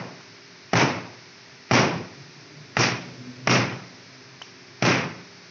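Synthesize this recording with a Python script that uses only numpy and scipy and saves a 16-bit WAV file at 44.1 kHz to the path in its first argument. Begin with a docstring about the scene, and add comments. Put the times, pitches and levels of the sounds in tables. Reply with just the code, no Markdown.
"""In a bare, echoing room, a utility knife cuts the tight plastic straps of a pressed clothing bale.
Each strap frays, parts in two cracks and lashes about; bursts of tiny clicks make its resonances ring.
The bale thumps outward, the cloth hisses, and the room answers with fading noise and booming low tones.
The knife also knocks and scrapes lightly. Behind it lie hiss, rumble, hum and a motor passing far outside.
The phone's limiter flattens the loud snaps."""
import sys
import numpy as np
from scipy import signal
from scipy.fft import rfft, irfft
from scipy.io import wavfile
from scipy.ndimage import uniform_filter1d, minimum_filter1d

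SR = 44100
rng = np.random.default_rng(int(sys.argv[2]) if len(sys.argv) > 2 else 0)


def log_audio(samples):
    """Write samples as a 16-bit WAV file to the path given in sys.argv[1]."""
    # one column per channel
    frames = np.atleast_2d(samples).T
    # limit to full scale, then quantise
    limited = np.clip(frames, -1, 1)
    pcm = np.round(limited * 32767).astype(np.int16)
    wavfile.write(sys.argv[1], SR, pcm)


N = 242550
TIME = np.arange(N) / SR
AGE = np.arange(SR) / SR  # one second, counted from a blow
TOP_HZ = 7600  # the phone cuts everything above this


def undb(db):
    """Turn decibels into a gain."""
    return 10 ** (np.asarray(db) / 20)


def level(x, db):
    """Scale a sound to an rms level in dB."""
    return x * undb(db) / np.sqrt(np.mean(x ** 2))


def read(points, hz):
    """Read an (Hz, value) table with straight lines on a log-frequency axis."""
    table_hz, value = np.transpose(points)
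    return np.interp(np.log(np.maximum(hz, 1)), np.log(table_hz), value)


def noise(points, size):
    """Noise of rms 1, coloured by a table of (frequency [Hz], level [dB])."""
    hz = np.fft.rfftfreq(size, 1 / SR)
    spectrum = rfft(rng.standard_normal(size)) * undb(read(points, hz))
    return level(irfft(spectrum, size), 0)


def walk(rate):
    """Slow chance: a random level every 1 / rate seconds, joined by ramps, with a spread near 1."""
    hold = int(SR / rate)
    steps = np.repeat(rng.standard_normal(N // hold + 1), hold)
    return level(uniform_filter1d(steps, hold)[:N], 0)


def add(out, s, sound):
    """Mix a sound in at a time in seconds, which may lie before the start."""
    start = int(round(s * SR))
    part = sound[max(-start, 0):N - start]
    out[max(start, 0):max(start, 0) + len(part)] += part


def ring(push, modes, edge_hz=6400):
    """Damped resonances answer a push with alternating sign; the soft contact loses the top octave."""
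    out = 0
    for k, (hz, width, db) in enumerate(modes):
        resonance = signal.lfilter(*signal.iirpeak(hz, hz / width, fs=SR), push)
        out = out + (-1) ** k * undb(db) * resonance
    soft = signal.butter(N=8, Wn=min(edge_hz, TOP_HZ), fs=SR, output="sos")
    return signal.sosfilt(soft, out)


def clicks(rate):
    """One second of sparse clicks of uneven size, about `rate` of them."""
    return (rng.random(SR) < rate / SR) * rng.standard_normal(SR)


def split(decay_s):
    """Tiny releases packed into a burst that dies within milliseconds, like fibres giving way."""
    return rng.choice([-1, 1], SR) * np.exp(-AGE / decay_s)


# Even hiss of the quiet room, its colour: (frequency [Hz], level per Hz [dB])
HISS_COLOUR = [(290, -49.5), (500, -14.5), (529, -19.5), (620, -1), (752, -4.5), (871, -2.5), (943, -2.5),
               (1120, -3), (1480, -1.5), (1740, 0), (2340, 0.5), (3100, -7.5), (5280, -0.5), (6190, -6.5),
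               (7510, -42.5), (9760, -66), (16500, -120)]
# Low rumble, its colour: (frequency [Hz], level per Hz [dB])
RUMBLE_COLOUR = [(40, -39.5), (70, -13), (110, 7), (180, 0), (300, 0), (450, -4.5), (600, -7.5),
                 (900, -37.5)]
# Tones of the machine hum: (frequency [Hz], level [dB], unsteadiness [share of the pitch])
HUM_TONES = [(175, -64.5, .012), (261, -64.5, 0.014), (360, -62.5, 0.012), (404, -60.5, 0.0021)]


def quiet_room(hiss_db=-49, rumble_db=-56, waver_db=2):
    """Coloured noise makes even hiss and rumble; tones of wavering pitch and level make a machine hum."""
    hum = 0
    for hz, db, drift in HUM_TONES:
        phase = 2 * np.pi * np.cumsum(hz * (1 + drift * walk(50))) / SR
        hum = hum + level(np.sin(phase) * undb(waver_db * walk(6.7)), db)
    hiss = undb(hiss_db) * noise(HISS_COLOUR, N)
    rumble = undb(rumble_db) * noise(RUMBLE_COLOUR, N)
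    return hiss + rumble + hum


# The distant motor pulling through its gears: (start [s], firing rate [Hz], rise [Hz per s])
MOTOR_GEARS = [(0, 100.2, 19), (2.72, 121.4, 6)]
SHIFT_S = 0.29  # time its revs take to fall at a gear change
MOTOR_NEAREST_S, MOTOR_DB = 3.2, -43  # when it is nearest, and its level then
MOTOR_PASS_S = 0.57  # time it takes to travel as far as its nearest distance from the house
MOTOR_FALL_DB = -34  # change for ten times the distance, screened by buildings


def motor(second_db=-4, third_db=-15, wander=0.0138, flutter_db=5.0, rumble_db=-3):
    """A motor passes outside, changing up once; walls let in only its three lowest orders and rumble."""
    hz = np.zeros(N)
    for s, start_hz, rise in MOTOR_GEARS:
        hz = np.where(TIME >= max(s, 0), start_hz + rise * (TIME - s), hz)
    hz = uniform_filter1d(hz, int(SHIFT_S * SR))
    phase = 2 * np.pi * np.cumsum(hz * (1 + wander * walk(40))) / SR
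    orders = 0
    for k, order_db in enumerate([0, second_db, third_db], 1):
        orders = orders + undb(order_db + flutter_db * walk(22)) * np.sin(k * phase)
    sound = level(orders, 0) + undb(rumble_db) * noise(RUMBLE_COLOUR, N)
    distance = np.hypot(1, (TIME - MOTOR_NEAREST_S) / MOTOR_PASS_S)  # 1 at its nearest
    return level(sound, MOTOR_DB) * undb(MOTOR_FALL_DB * np.log10(distance))


# Colour of the room's echo: (frequency [Hz], level per Hz [dB])
ECHO_COLOUR = [(50, -33), (80, -14.5), (115, 6), (200, 1.5), (350, 1.5), (700, -2.5), (1100, -3),
               (1650, -6.5), (2450, -4), (3200, -14), (4400, -15.5), (5650, -8), (6400, -19.5),
               (7600, -58.5)]
# How long the echo takes to fall by 60 dB: (frequency [Hz], decay time [s])
ECHO_DECAY = [(100, 0.67), (250, 0.55), (600, 0.57), (1500, 0.51), (2500, 0.48), (4000, 0.43), (6500, 0.33)]


def echo(bass_db, middle_db, treble_db, sustain_s, wall_s, length=1, early_db=-6, early_dull_db=-4,
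         step=0.49, build_s=0.058, clump_db=1.52):
    """Scattered echo: weak and dull until the far wall answers, then swelling; the treble dies first."""
    hz = np.fft.rfftfreq(SR, 1 / SR)
    tone_db = read([(200, bass_db), (750, middle_db), (1900, 0), (5000, treble_db)], hz)
    spectrum = rfft(noise(ECHO_COLOUR, SR)) * undb(tone_db)
    centres = np.array(ECHO_DECAY)[:, 0]
    swell = 1 - (1 - min(step, 1)) * np.exp(-np.abs(AGE - wall_s) / build_s)
    # the decay starts gently while the source still moves
    fading_s = np.hypot(AGE, sustain_s) - sustain_s
    tail = 0
    # each row of the identity matrix picks out one overlapping band
    for share, (centre, t60) in zip(np.eye(len(centres)), ECHO_DECAY):
        band = irfft(spectrum * read(np.c_[centres, share], hz), SR)
        early = undb(early_db + early_dull_db * np.sqrt(centre / 2000))
        onset = np.where(AGE < wall_s, early, swell)
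        clumps = undb(clump_db * walk(66)[:SR])  # reflections arrive in bunches
        decay = np.exp(-np.log(1000) * fading_s / (t60 * length))
        tail = tail + band * onset * clumps * decay
    return tail


# Standing waves of the room: (frequency [Hz], relative level [dB], time to fall by 60 dB [s])
STANDING_WAVES = [(121.9, -19.5, 0.23), (139.5, -44, 0.85), (179.5, -36, 0.99), (236.5, -35.5, 0.72),
                  (276.8, -34, 0.72), (311, -37, 0.52)]


def boom(build_s=0.022, scatter_db=-0.5):
    """The bale's thump feeds fading low tones, the room's standing waves, a little differently each time."""
    out = 0
    for hz, db, t60 in STANDING_WAVES:
        tone = np.sin(2 * np.pi * (hz * AGE + rng.random()))
        wave = tone * undb(db + scatter_db * rng.standard_normal())
        out = out + wave * np.exp(-np.log(1000) * AGE / t60)
    return out * (1 - np.exp(-(AGE / build_s) ** 2))


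def settling(rustle_db=-51, settle_s=1.0, flicker_db=1):
    """After each cut the cloth swells and slack strap slides over it: a soft hiss that rises and fades."""
    motion = np.zeros(N)
    for s, *_ in STRAP_SNAPS:
        add(motion, s, np.exp(-AGE / settle_s) * np.sin(np.pi * AGE))
    return motion * undb(rustle_db + flicker_db * walk(11)) * noise(HISS_COLOUR, N)


# Light contacts of blade and loose strap: (time [s], relative level [dB])
KNIFE_TICKS = [(.208, -13.5), (3.724, -8), (4.4162, -1.5)]
# Knife handle as the blade catches: (frequency [Hz], width [Hz], relative level [dB])
KNIFE_HANDLE = [(860, 560, 2.5), (1630, 590, 1)]
# The thin blade as it slips free: (frequency [Hz], width [Hz], relative level [dB])
THIN_BLADE = [(2000, 1600, -8), (3030, 190, 5.5), (5600, 1300, -12)]


def knife(knock_db=-1, slip_s=0.0023, scrape_db=-17, scrape_s=0.0042, room_db=-41, wall_s=0.011):
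    """The blade catches with a dull knock, slips and rings, and the room answers faintly."""
    out = np.zeros(N)
    for s, db in KNIFE_TICKS:
        knock = ring(signal.unit_impulse(SR), KNIFE_HANDLE, edge_hz=3400)
        add(out, s, undb(knock_db + db) * knock)
        add(out, s + slip_s, undb(scrape_db + db) * ring(split(scrape_s), THIN_BLADE))
        answer = echo(bass_db=-7, middle_db=-6.5, treble_db=9.5, sustain_s=0.028, wall_s=wall_s, length=0.64)
        add(out, s, undb(room_db + db) * answer)
    return out


FLIGHT_S = .041  # a cut end flies this long before it slaps the bale
BOUNCE_S, BOUNCE_DB = .014, -3  # scale of the random time between bounces, and the change at each


def slaps(slap_db=-1, smear_s=0.0011, snap_db=5, edge_hz=6100, count=3):
    """A flying strap end hits the bale and bounces: the strap's clack plus its bright top resonance."""
    out = np.zeros(N)
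    for s, *_ in STRAP_SNAPS:
        lands = s + FLIGHT_S
        for bounce in range(count):
            push = undb(BOUNCE_DB * bounce) * split(smear_s)
            add(out, lands, undb(slap_db) * ring(push, STRAP_TONES[:-1], edge_hz))
            add(out, lands, undb(snap_db) * ring(push, STRAP_TONES[-1:], edge_hz))
            lands += BOUNCE_S * rng.uniform(0.39, 2.5)
    return out


# Straps parting, all levels relative: (time [s], first crack [dB], second crack [dB], thump [dB],
# wall echo delay [s], room [dB], room bass [dB], room middle [dB], room treble [dB],
# time the strap keeps moving [s])
STRAP_SNAPS = [(-.19, -3, -4, 0, .021, 0.5, -2.5, 0.5, -3.5, 0.036),
               (0.7329, -3, -7, 3, .021, .5, -1, 0, -1.5, 0.1),
               (1.7111, -4, -5.5, 4, 0.023, .7, 2.5, 1.5, 1.5, .094),
               (2.7680, -1.5, -8, -3.5, 0.022, 1, -3.5, -4, 4, 0.053),
               (3.4726, -2, -1, -2.5, .0225, 2.5, -.5, -3.5, 0.5, 0.077),
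               (4.8240, -2.5, -8.5, -3.5, .026, 2.5, 0, -4, -1, 0.086)]
# Resonances of the strap as it cracks: (frequency [Hz], width [Hz], relative level [dB])
STRAP_TONES = [(730, 294, -5), (1330, 440, -2), (1945, 364, 1), (2790, 690, -7.5), (4500, 1100, -13.5),
               (5770, 430, -10)]
# The pressed cloth springing outward: (frequency [Hz], width [Hz], relative level [dB])
BALE_TONES = [(187, 99, 3.5), (733, 79, 6.5)]
SECOND_CRACK_S = .0048  # the last fibres hold this much longer


def straps(crack_db=8, splinter_s=0.0023, thump_db=26, wall_db=-1.5, wall_smear_s=0.0028, room_db=-14.0,
           boom_db=7.7, lash_db=5, lash_s=0.055, fray_db=-11, fray_s=0.01, soft_hz=6250):
    """A strap frays and parts in two cracks, the bale bulges and the free ends lash over the cloth."""
    out = np.zeros(N)
    for (s, first_db, second_db, bulge_db, wall_s,
         echo_db, bass_db, middle_db, treble_db, moving_s) in STRAP_SNAPS:
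        # the fraying swells over the last few hundredths of a second before parting
        fraying = clicks(2200) * np.exp((AGE - 1) / fray_s)
        add(out, s - 1, undb(fray_db) * ring(fraying, STRAP_TONES))
        for start, db in [(s, first_db), (s + SECOND_CRACK_S, second_db)]:
            add(out, start, undb(crack_db + db) * ring(split(splinter_s), STRAP_TONES))
            thump = ring(signal.unit_impulse(SR), BALE_TONES)
            add(out, start, undb(thump_db + bulge_db + db) * thump)
        # the crack comes back smeared from the far wall
        add(out, s + wall_s, undb(wall_db) * ring(split(wall_smear_s), STRAP_TONES, soft_hz))
        # the lashing is strongest lash_s after it begins
        lashing = clicks(260) * (AGE / lash_s) ** 2 * np.exp(2 - 2 * AGE / lash_s)
        add(out, s + wall_s, undb(lash_db + treble_db) * ring(lashing, STRAP_TONES, soft_hz))
        add(out, s, undb(room_db + echo_db) * echo(bass_db, middle_db, treble_db, moving_s, wall_s))
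        add(out, s, undb(boom_db + echo_db + bass_db) * boom())
    return out


def scene():
    """Background, motor, cloth, knife and straps at one microphone."""
    return (quiet_room() + motor() + settling() + knife() + slaps() + straps())[None]


def limit(x, ceiling_db=-7, release_db_per_s=260):
    """Look-ahead limiter: the gain drops just before a peak and recovers at a steady rate."""
    over_db = np.maximum(20 * np.log10(np.abs(x) + 1e-9) - ceiling_db, 0)
    recovery = release_db_per_s * TIME
    gain_db = recovery - np.maximum.accumulate(over_db + recovery)
    early_db = minimum_filter1d(gain_db, size=45)  # about 1 ms wide
    return x * undb(uniform_filter1d(early_db, size=45))


def record(dry):
    """The phone thins the deep bass, limits the peaks and cuts the top."""
    bass_cut = signal.butter(N=3, Wn=75, btype="high", fs=SR, output="sos")
    thinned = signal.sosfilt(bass_cut, dry[0])
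    top_cut = signal.ellip(10, .2, 70, TOP_HZ, fs=SR, output="sos")
    return signal.sosfilt(top_cut, limit(thinned))[None]


dry = scene()
out = record(dry)
log_audio(out)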